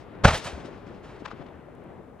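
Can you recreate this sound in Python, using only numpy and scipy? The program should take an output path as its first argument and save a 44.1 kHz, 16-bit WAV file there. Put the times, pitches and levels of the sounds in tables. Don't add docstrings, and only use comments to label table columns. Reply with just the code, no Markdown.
import sys
import numpy as np
from scipy import signal
from scipy.fft import rfft, irfft
from scipy.io import wavfile
from scipy.ndimage import uniform_filter1d

SR = 44100
rng = np.random.default_rng(int(sys.argv[2]) if len(sys.argv) > 2 else 0)


def master(y):
    cut = np.clip(np.atleast_2d(y).T, -1, 1)
    pcm = np.round(cut * 32767)
    wavfile.write(sys.argv[1], SR, pcm.astype(np.int16))


def voltage_ratio(level):
    return 10 ** (np.asarray(level, float) / 20)


N = 97020
T = np.arange(N) / SR
HZ = np.maximum(np.arange(N // 2 + 1) * SR / N, 1)
FAR_LAG_S = 3e-5
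HALVES = np.array([[.5], [-.5]])


def curve(table):
    hz, value = np.array(table).T
    return np.interp(np.log(HZ), np.log(hz), value)


def colour(x, db):
    gain = voltage_ratio(db)
    return rfft(x) * gain / np.sqrt(np.mean(gain ** 2))


def shocks(scatter_db):
    x = rng.standard_normal(N) * voltage_ratio(scatter_db * rng.exponential(size=N))
    return x / x.std()


def walk(rate_hz):
    hold = int(SR / rate_hz)
    steps = np.repeat(rng.standard_normal(N // hold + 1), hold)
    x = uniform_filter1d(steps, hold)[:N]
    return x / x.std()


def delayed(x, lag_s):
    return irfft(rfft(x) * np.exp(-2j * np.pi * HZ * lag_s), N)


def ports(x, stray, left_db, lag_s):
    left = x * voltage_ratio(left_db / 2)
    right = (delayed(x, lag_s) + stray) * voltage_ratio(-left_db / 2)
    return np.array([left, right])


def bursts(arrivals, colour_table, scatter_db, left_db, stray_db, lag_s):
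    peak_roundness = 1.3
    body_gain = curve(colour_table)
    x, stray = 0, 0
    for at, db, rise_ms, fall_ms, tilt in arrivals:
        from_peak = 1e3 * np.where(T < at, (at - T) / rise_ms, (T - at) / fall_ms)
        shape = voltage_ratio(db) * np.exp(-from_peak ** peak_roundness)
        gain = body_gain + tilt * np.log2(HZ / 1000)
        x = x + colour(shocks(scatter_db) * shape, gain)
        stray = stray + colour(rng.standard_normal(N) * shape, gain)
    stray_gain = voltage_ratio(stray_db + 3 * np.log2(1 + HZ / 1000))
    return ports(irfft(x, N), irfft(stray * stray_gain, N), left_db, lag_s)


def rumble():
    # t/s, level/dB, brightness above the knee/(dB per octave)
    course = [(0, -44.5, 2), (.1, -44.5, 3.5), (.22, -40.5, 1.5), (.4, -42.5, 8), (.55, -39.5, 2),
              (.65, -40, 2), (.8, -45, 2), (.9, -41.5, 2.5), (1.0, -45.5, 2.5), (1.2, -44.5, 2),
              (1.3, -46.5, 6.5), (1.41, -43, 2.5), (1.55, -45.5, 2.5), (1.63, -47, 2), (1.8, -45.5, 1),
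              (1.92, -43, 0.5), (2.1, -47, 0.5), (2.2, -47, -1)]
    # f/Hz, gain/dB
    tone = [(30, -1), (70, -3.5), (165, -3), (400, -4), (800, -11), (2000, -25.5), (3600, -39.5),
            (10000, -83)]
    # f/Hz, left minus right/dB
    lean = [(60, -3), (110, 5), (200, 2), (380, 7.5), (700, 5.5), (1290, 5.5), (2380, 3.5), (4400, 2.5),
            (8120, -7), (15000, -2)]
    knee_hz, lumps_from_hz = 800, 120
    lump_db, lumps_per_s = 1.6, 160
    swell_db, swells_per_s = .6, 12
    likeness = 0.66

    at, db, bright = np.array(course).T
    same, left_only, right_only = (shocks(1.2) for _ in range(3))
    common = np.array([same, delayed(same, FAR_LAG_S)])
    separate = np.array([left_only, right_only])
    pair = rfft(np.sqrt(likeness) * common + np.sqrt(1 - likeness) * separate)
    gain = voltage_ratio(curve(tone) + HALVES * curve(lean))
    pair = pair * gain / np.sqrt(np.mean(gain ** 2))

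    out, lumps = 0, walk(lumps_per_s)
    for centre in 25 * 2. ** np.arange(9):
        window = np.cos(np.pi / 2 * np.clip(np.log2(HZ / centre), -1, 1)) ** 2
        band = irfft(pair * window, N)
        lift = np.interp(T, at, bright) * max(np.log2(centre / knee_hz), 0)
        lumpy = lump_db * lumps * (lumps_from_hz < centre < knee_hz)
        out = out + band * voltage_ratio(lift + lumpy + swell_db * walk(swells_per_s))
    return out * voltage_ratio(np.interp(T, at, db))


def far_cracks():
    # t of peak/s, level/dB, rise/ms, fall/ms, tilt/(dB per octave)
    cracks = [(.012, -38, 11, 17, -11.5), (.005, -57, 14, 32, 3), (.153, -53, 0.77, 3.5, -2.5),
              (.42, -45.5, 52, 73, 5.5), (.605, -52.5, 15, 14, 2), (.657, -51.5, 13, 21, 5),
              (.74, -57, 84, 100, 0.5), (.95, -62, 54, 71, 2), (1.38, -64.5, 37, 78, 2),
              (.87, -60, 11, 45, 3), (1.16, -58.5, 4, 16, 1.5), (1.202, -60.5, 12, 15, 5),
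              (1.2605, -34, 7.6, 5.2, -1), (1.283, -44, 9.7, 7.9, -1.5), (1.314, -44.5, 10.2, 12, -1.5),
              (1.425, -47, 24, 5.6, -4.5), (1.465, -50, 3.5, 7, -2), (1.488, -51, 8.6, 3.8, -3.5),
              (1.685, -64, 0.8, 3, -1), (2.2, -49.5, 9, 8, -6)]
    # f/Hz, gain/dB
    tone = [(200, -33), (500, -10), (900, 3), (1500, -2), (3000, -8.5), (5000, -16.5), (9000, -32.5),
            (14000, -60)]
    return bursts(cracks, tone, scatter_db=2., left_db=8, stray_db=-12, lag_s=FAR_LAG_S)


def thumps():
    # t/s, peak/dB, pitch f/Hz, fade/cycles, left minus right/dB
    swings = [(0.2354, -22.5, 336, 0.59, -1), (0.2418, -16.5, 101, 2.23, -1.5), (0.2489, -2, 1302, 3.5, 1),
              (0.2521, -4, 181, 0.85, .5), (.2537, -7.5, 575, 3.6, 2), (0.2544, -4, 1478, 4, -2),
              (0.2573, -14.5, 78, 1.3, 1), (0.458, -31, 90, 0.87, -9), (0.531, -27, 69.5, 1.4, 3.5),
              (0.578, -27, 264, 0.6, 9), (1.221, -28, 270, 0.78, 11), (1.2598, -29, 1150, 1.1, 12),
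              (1.3147, -24.5, 1270, 1.4, 6), (0.1526, -37.5, 920, 0.76, -4), (1.685, -35.5, 610, 1.9, 9),
              (1.186, -38, 307, 1.1, 6), (1.333, -22, 210, 0.33, 8), (1.3425, -28, 260, 0.33, 14),
              (1.398, -26.5, 324, 0.39, 13), (1.404, -37.5, 158, 1.3, 18), (1.541, -40.5, 73, 2.3, 4),
              (1.854, -35, 350, 1.3, 10), (1.901, -38.5, 176, 2.2, 1)]
    out = 0
    for at, db, hz, fade_cycles, left_db in swings:
        cycles = np.maximum(T - at, 0) * hz
        onset = 1 - np.exp(-cycles / 0.14)
        swing = np.sin(2 * np.pi * cycles) * np.exp(-cycles / fade_cycles) * onset
        out = out + voltage_ratio(db + HALVES * left_db) * swing
    return out


def overhead_blast():
    # t of peak/s, level/dB, rise/ms, fall/ms, tilt/(dB per octave)
    arrivals = [(.24, -16, 2, 12, -3.5), (.249, -11.5, 5.6, 7.2, -1), (.2545, -7, 4.9, 6.2, -3),
                (.283, -14, 11.8, 13, -1.5), (.2925, -19, 2, 5.7, -2), (.265, -23, 12, 8, -0.5),
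                (.31, -22, 8.8, 10, -1), (.33, -22.5, 10, 26, -3), (.352, -26, 30, 17, 1),
                (.4, -40.5, 4, 4, 2), (.378, -35, 24, 14, 4.5), (.447, -40, 8.9, 22, 4),
                (.468, -34, 14, 34, 0.5), (.51, -47, 18, 116, 0), (1.045, -42.5, 12, 36, -2.5),
                (1.095, -44.5, 23, 90, -2.5)]
    # f/Hz, gain/dB
    tone = [(100, -1.5), (300, -11.5), (600, -0.5), (1000, -3), (1450, -5), (2700, -8.5), (8500, -21.5),
            (16000, -43)]
    arrives_s, front_s = .2352, .003
    blast = bursts(arrivals, tone, scatter_db=1.6, left_db=0.45, stray_db=-20, lag_s=4e-5)
    return blast * np.clip((T - arrives_s) / front_s, 0, 1)


def ticks():
    # t/s, level/dB
    touches = [
        (1.752, -62.5),
        (1.84, -65),
    ]
    shape = sum(voltage_ratio(db) * np.exp(-np.abs(T - at) / 0.0014) for at, db in touches)
    band = signal.butter(2, [6000, 12000], "band", fs=SR, output="sos")
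    return signal.sosfilt(band, shape * rng.standard_normal(N))


def scene():
    return rumble() + far_cracks() + thumps() + overhead_blast() + ticks()


def band_limit(x):
    return signal.sosfilt(signal.butter(12, 16410, fs=SR, output="sos"), x)


def record(dry):
    hiss_band = signal.butter(1, [2100, 10000], "band", fs=SR, output="sos")
    hiss = voltage_ratio(-74) * signal.sosfilt(hiss_band, rng.standard_normal(dry.shape))
    low_cut = signal.butter(2, 48, "high", fs=SR, output="sos")
    top_cut = signal.ellip(8, .2, 60, 15650, fs=SR, output="sos")
    heard = signal.sosfilt(np.vstack([low_cut, top_cut]), dry + hiss)
    return band_limit(np.clip(heard, -1, 1))


dry = scene()
out = record(dry)
master(out)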